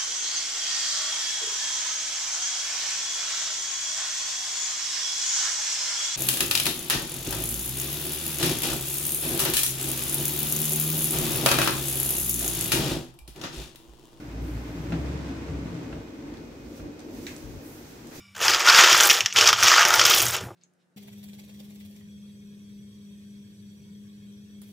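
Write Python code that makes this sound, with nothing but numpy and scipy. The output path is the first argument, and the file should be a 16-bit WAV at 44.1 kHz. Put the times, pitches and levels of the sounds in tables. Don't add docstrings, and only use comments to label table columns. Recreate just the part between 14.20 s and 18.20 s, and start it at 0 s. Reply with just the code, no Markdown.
import sys
import numpy as np
from scipy import signal
from scipy.fft import rfft, irfft, next_fast_len
from scipy.io import wavfile
from scipy.ndimage import map_coordinates

SR = 44100
rng = np.random.default_rng(int(sys.argv[2]) if len(sys.argv) > 2 else 0)


def put_to_file(sound):
    columns = np.atleast_2d(sound).T
    safe = np.clip(columns, -1, 1)
    whole_steps = np.round(safe * 32767)
    wavfile.write(sys.argv[1], SR, whole_steps.astype(np.int16))


N = 176400

# (frequency [Hz], boost [dB])
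HOLLOW = [(161, 1.5), (209, 6), (237, 7), (286, 0), (307, 3), (360, 3.5), (437, 8), (474, 4.5), (566, 9.5),
          (630, 9.5), (771, 8), (906, 14)]
HOLLOW_WIDTH_HZ = 4.9


def amp(db):
    return 10 ** (np.asarray(db) / 20)


def unit(x):
    return x / np.sqrt(np.mean(x ** 2) + 1e-20)


def along(points, hz):
    freqs, values = np.transpose(points)
    return np.interp(np.log(hz + 1), np.log(freqs + 1), values)


def curve(rows):
    return np.interp(np.arange(N) / SR, *np.transpose(rows))


def wobble(rate):
    return map_coordinates(rng.standard_normal(4096), [np.arange(N) * rate / SR], mode="wrap")


def swell(start, length, rise):
    progress = (np.arange(N) / SR - start) / length
    return np.sin(np.pi / 2 * np.interp(progress, [0, rise, 1], [0, 1, 0]))


def add(out, s, sound):
    part = out[:, round(s * SR):][:, :sound.shape[-1]]
    part += sound[..., :part.shape[1]]


def filtered(x, response):
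    size = next_fast_len(N + SR // 2)
    return irfft(rfft(x, size) * response(np.fft.rfftfreq(size, 1 / SR)), size)[..., :N]


def resonate(x, peaks, width_hz):
    boost_db = lambda f: sum(db / (1 + ((f - hz) / width_hz) ** 2) for hz, db in peaks)
    return unit(filtered(x, lambda f: amp(boost_db(f))))


def spread(pair, spectrum):
    # (frequency [Hz], correlation [0-1])
    likeness = [(60, 0.93), (250, 0.97), (500, 0.68), (900, 0)]
    angle = lambda hz: np.arccos(along(likeness, hz)) / 2
    response = lambda hz: amp(along(spectrum, hz)) * [np.cos(angle(hz)), np.sin(angle(hz))]
    mid, side = filtered(pair, response)
    return unit(np.array([mid + side, mid - side]))


def noise(spectrum):
    return spread(rng.standard_normal((2, N)), spectrum)


def grit(per_s, share):
    contacts = (rng.random((2, N)) < per_s / SR) * rng.standard_normal((2, N))
    return np.sqrt(share) * unit(contacts) + np.sqrt(1 - share) * rng.standard_normal((2, N))


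def contact(spectrum, crack_s, room_db, early_db, early_s):
    # (frequency [Hz], t60 [s])
    room_decay = [(200, 1), (2000, 0.31), (6000, 0.31), (14000, 0.2)]
    t = np.arange(SR // 2) / SR
    burst = lambda env: rng.standard_normal((2, len(t))) * env / np.linalg.norm(env)
    hz, when, bands = signal.stft(rng.standard_normal((2, len(t))), SR, nperseg=256)
    bands *= amp(-60 * when / along(room_decay, hz)[:, None])
    tail = signal.istft(bands, SR, nperseg=256)[1][:, :len(t)]
    tail *= 1 - np.exp(-t / 0.004)
    crack = burst(amp(-60 * t / crack_s))
    early = amp(early_db) * burst(amp(-60 * t / early_s))
    hit = crack + early + amp(room_db) * tail / np.linalg.norm(tail[0])
    cepstrum = irfft(np.log(amp(along(spectrum, np.fft.rfftfreq(2048, 1 / SR)))))
    fold = np.r_[1, np.full(1023, 2), np.zeros(1024)]
    colour = irfft(np.exp(rfft(cepstrum * fold)))
    return signal.fftconvolve(hit, colour[None] / np.linalg.norm(colour), axes=1)


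def ring(modes, attack_s, scatter=0.006):
    t = np.arange(SR // 2) / SR
    tones = sum(amp(db - 60 * t / t60) * np.sin(2 * np.pi * hz * (1 + scatter * rng.normal()) * t)
                for hz, db, t60 in modes)
    return tones * (1 - np.exp(-t / attack_s))


def bearing_drone():
    # (time [s], frequency [Hz])
    pitch = [(0, 55.5), (.28, 56.76), (.48, 60.15), (.7, 64), (.9, 68.1), (1.12, 70.6), (1.3, 66.3),
             (1.5, 62.6), (1.85, 56.5)]
    # (time [s], level [dB])
    level = [(0, -52.5), (.18, -33.5), (.3, -34), (.43, -35.5), (.55, -43), (.76, -34), (.88, -30),
             (1.05, -39), (1.2, -45), (1.42, -36.5), (1.58, -59), (1.76, -42), (1.92, -61)]
    harmonics = [1.5, -6.5, -20]
    phase = 2 * np.pi * np.cumsum(curve(pitch) * (1 + 0.025 * wobble(25.14))) / SR
    tone = sum(amp(db + 1.36 * k * wobble(12.5)) * np.sin(k * phase)
               for k, db in enumerate(harmonics, 1))
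    return amp(curve(level) + 1.9 * wobble(32.3)) * unit(tone)


def slide_roll(contacts_per_s=900, grit_share=0.18, low_cut_hz=79.5):
    # (time [s], level [dB])
    panel_level = [(0, -44), (.18, -38.5), (.6, -38), (.71, -32.5), (.83, -32.5), (.95, -34), (1.2, -37.5),
                   (1.32, -35), (1.58, -36.5), (1.66, -38.5), (1.77, -38), (1.88, -54), (2.15, -47),
                   (2.3, -50)]
    # (frequency [Hz], gain [dB])
    panel_colour = [(47, -35), (80, 0), (110, -4.5), (168, -3.5), (228, -15.5), (280, -0.5), (350, -10.5),
                    (440, -16), (650, -22.5), (800, -46), (2000, -90)]
    # (time [s], level [dB])
    rail_level = [(0, -51), (.3, -48), (.62, -46), (.85, -44.5), (1.25, -46), (1.62, -48), (1.9, -53),
                  (2.17, -52.5), (2.35, -54.5)]
    # (frequency [Hz], gain [dB])
    rail_colour = [(410, -13.5), (700, 0.5), (931, 0), (1360, -4), (2050, -5), (2530, -7.5), (2950, -10),
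                   (5640, -16), (8210, -21), (10100, -31.5), (12300, -27.5), (15500, -55)]
    body = spread(grit(contacts_per_s, grit_share), panel_colour)
    body = filtered(body, lambda hz: 1 - 1 / (1 + (hz / low_cut_hz) ** 8))
    body = resonate(body, HOLLOW, HOLLOW_WIDTH_HZ)
    rail = spread(grit(contacts_per_s, grit_share), rail_colour)
    rail = resonate(rail, [(1490, 3.6), (2130, 3), (2490, 3.7)], width_hz=22)
    return amp(curve(panel_level)) * body + amp(curve(rail_level) + 0.53 * wobble(39.75)) * rail


def room_tone(hiss_db=-58.5, whine_hz=2498, waver_hz=7):
    # (time [s], level [dB])
    rumble_level = [(0, -50.5), (1.8, -43), (2.12, -41), (2.3, -44.5), (2.55, -42.5), (2.68, -39.5),
                    (2.79, -42.5), (2.97, -38.5), (3.15, -43.5), (3.3, -43), (3.7, -48.5), (4, -45.5)]
    # (frequency [Hz], gain [dB])
    rumble_colour = [(25, -56), (38, -28), (54, -16), (100, -16), (150, -16), (185, -14.5), (250, -4),
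                     (305, -1), (400, -11.5), (520, -13), (700, -29.5), (900, -29.5), (1900, -95)]
    # (frequency [Hz], gain [dB])
    hiss_colour = [(410, -4.5), (800, -4), (1050, -17), (1800, -26.5), (2460, -18), (3200, -15),
                   (6000, -14.5), (10000, -29), (13500, -22), (15500, -23)]
    # (time [s], level [dB])
    whine_level = [(0, -74), (1.4, -69), (1.9, -70), (3, -70), (3.3, -75)]
    rumble_gain = amp(curve(rumble_level) + 0.7 * wobble(14))
    rumble = resonate(noise(rumble_colour), HOLLOW, HOLLOW_WIDTH_HZ)
    whine = unit(np.sin(2 * np.pi * np.cumsum(whine_hz + waver_hz * wobble(40)) / SR))
    hiss = amp(hiss_db) * noise(hiss_colour)
    whine_gain = amp(curve(whine_level) + 2.1 * np.array([wobble(7.4), wobble(8.1)]))
    return rumble_gain * rumble + hiss + whine_gain * whine


def handling_noise():
    # (time [s], level [dB])
    sleeve_level = [(2.1, -72), (2.45, -63.5), (2.58, -52.5), (2.7, -74), (2.88, -61.5), (2.97, -50),
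                    (3.12, -50), (3.3, -54.5), (3.5, -56.5), (3.72, -52), (3.83, -56), (3.91, -53.5),
                    (3.96, -44), (4, -47)]
    # (frequency [Hz], gain [dB])
    sleeve_colour = [(400, 6.5), (900, -6.5), (2100, -2.5), (3000, -3), (6500, -0.5), (9500, -7.5),
                     (13000, -4.5)]
    # (start [s], length [s], level [dB])
    brushes = [(-.2, 0.59, -64.5), (.2, 0.3, -58), (.4, 0.57, -61.5), (3.41, 0.27, -52)]
    # (frequency [Hz], gain [dB])
    brush_colour = [(4000, -12), (8000, -4.5), (11000, -4.5), (13500, -0.5), (16000, -4)]
    # (start [s], length [s], level [dB])
    scrapes = [(2.04, 0.22, -58), (3.91, 0.12, -52)]
    # (frequency [Hz], gain [dB])
    scrape_colour = [(300, -18), (900, 3), (1250, -3), (2100, 0), (3000, -13), (8000, -28)]
    # (start [s], length [s], level [dB], left minus right [dB])
    bumps = [(1.701, 0.095, -47, -0.5), (1.929, 0.45, -50, -0.5), (2.302, .28, -49, -0.5),
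             (2.586, 0.12, -43, 0.5), (2.88, 0.34, -51.5, 2), (3.209, 0.12, -44, 8), (3.309, 0.098, -43, 5)]
    # (frequency [Hz], gain [dB])
    bump_colour = [(30, -47), (46, 17), (60, 17.5), (85, 11.5), (135, 11), (250, -22), (700, -100)]
    sleeve_gain = amp(curve(sleeve_level) + 0.41 * wobble(25.88))
    brush_gain = sum(amp(db) * swell(s, length, rise=0.25) for s, length, db in brushes)
    scrape_gain = sum(amp(db) * swell(s, length, rise=0.15) for s, length, db in scrapes)
    bump_gain = sum(amp([[db + pan / 2], [db - pan / 2]]) * swell(s, length, rise=0.42)
                    for s, length, db, pan in bumps)
    return (sleeve_gain * spread(grit(per_s=1500, share=0.12), sleeve_colour)
            + brush_gain * noise(brush_colour)
            + scrape_gain * noise(scrape_colour)
            + bump_gain * noise(bump_colour))


def panel_boom(pitch_hz=166, waver_hz=5.8):
    # (start [s], length [s], level [dB])
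    booms = [(.53, 0.094, -36.5), (0.674, 0.093, -32), (1.367, .26, -35.5)]
    tone = np.sin(2 * np.pi * np.cumsum(pitch_hz + waver_hz * wobble(34.95)) / SR)
    envelope = sum(amp(db) * swell(s, length, rise=0.65) for s, length, db in booms)
    return tone * amp(1.7 * wobble(30.4)) * envelope


def drawer_knocks():
    # (time [s], relative steel level [dB], relative thud level [dB])
    blows = [(0.7214, -12, 1), (.727, -19, 8.5), (1.283, -25, 8.5), (1.727, -20, -2.5), (2.598, -27, -3.5)]
    # (frequency [Hz], gain [dB])
    steel_colour = [(300, -21.5), (650, 7), (1000, -2.5), (1550, -3.5), (2600, -4.5), (4200, -14),
                    (16000, -44)]
    # (frequency [Hz], level [dB], t60 [s])
    steel_modes = [(1400, -1.5, 0.031), (1563, 0, 0.026), (2677, -8.5, 0.04), (4100, -12, 0.027)]
    # (frequency [Hz], level [dB], t60 [s])
    panel_modes = [(86.8, -8.5, 0.2), (133, -14.5, 0.13), (162, -7.5, 0.42), (291, -6, 0.21),
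                   (448, -17, 0.27)]
    out = np.zeros((2, N))
    for s, steel_db, thud_db in blows:
        clack = contact(steel_colour, crack_s=0.054, room_db=1, early_db=-3.5, early_s=0.2)
        add(out, s, amp(steel_db) * clack)
        add(out, s, amp(steel_db - 18.5) * ring(steel_modes, attack_s=0.0018))
        add(out, s, amp(thud_db - 30) * ring(panel_modes, attack_s=0.0067))
    return out


def close_ticks():
    # (time [s], level [dB], centre [Hz])
    ticks = [(2.139, -31, 4560), (2.171, -29, 4800), (2.793, -28, 5940), (2.804, -31, 6280),
             (3.164, -23.5, 8200), (3.871, -28, 8130)]
    out = np.zeros((2, N))
    for s, db, hz in ticks:
        colour = [(hz / 4, -10), (hz, 0), (hz * 4, -33)]
        add(out, s, amp(db) * contact(colour, crack_s=0.015, room_db=-2, early_db=-5, early_s=0.054))
    return out


def sharp_click():
    # (time [s], level [dB])
    hits = [(3.0674, -14.5), (3.0701, -24)]
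    # (frequency [Hz], gain [dB])
    colour = [(500, -38.5), (1150, -13), (1750, -0.5), (2050, 1), (2600, 1.5), (3200, -9), (3850, -3),
              (4800, -10.5), (7000, -7.5), (8700, -13), (9700, -22), (16000, -24)]
    # (frequency [Hz], level [dB], t60 [s])
    modes = [(2060, -4, 0.018), (2400, 4.5, 0.014), (3880, -12, 0.011)]
    out = np.zeros((2, N))
    for s, db in hits:
        add(out, s, amp(db) * contact(colour, crack_s=0.0075, room_db=3.5, early_db=-2, early_s=0.16))
        add(out, s, amp(db - 17) * ring(modes, attack_s=0.00046))
    return out


def scene():
    drawer = bearing_drone() + slide_roll() + panel_boom() + drawer_knocks()
    return drawer + sharp_click() + close_ticks() + handling_noise() + room_tone()


def record(dry):
    # (frequency [Hz], left minus right [dB])
    balance = [(60, 0), (130, 2.4), (260, -0.1), (600, 1.1), (1300, 1.5), (2300, 0), (4000, -1), (6000, -7),
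               (8000, -1), (12000, -0.5)]
    top_hz = 15750
    sides = np.array([[.5], [-.5]])
    return filtered(dry, lambda hz: amp(along(balance, hz) * sides) * (hz < top_hz))


dry = scene()
out = record(dry)
put_to_file(out)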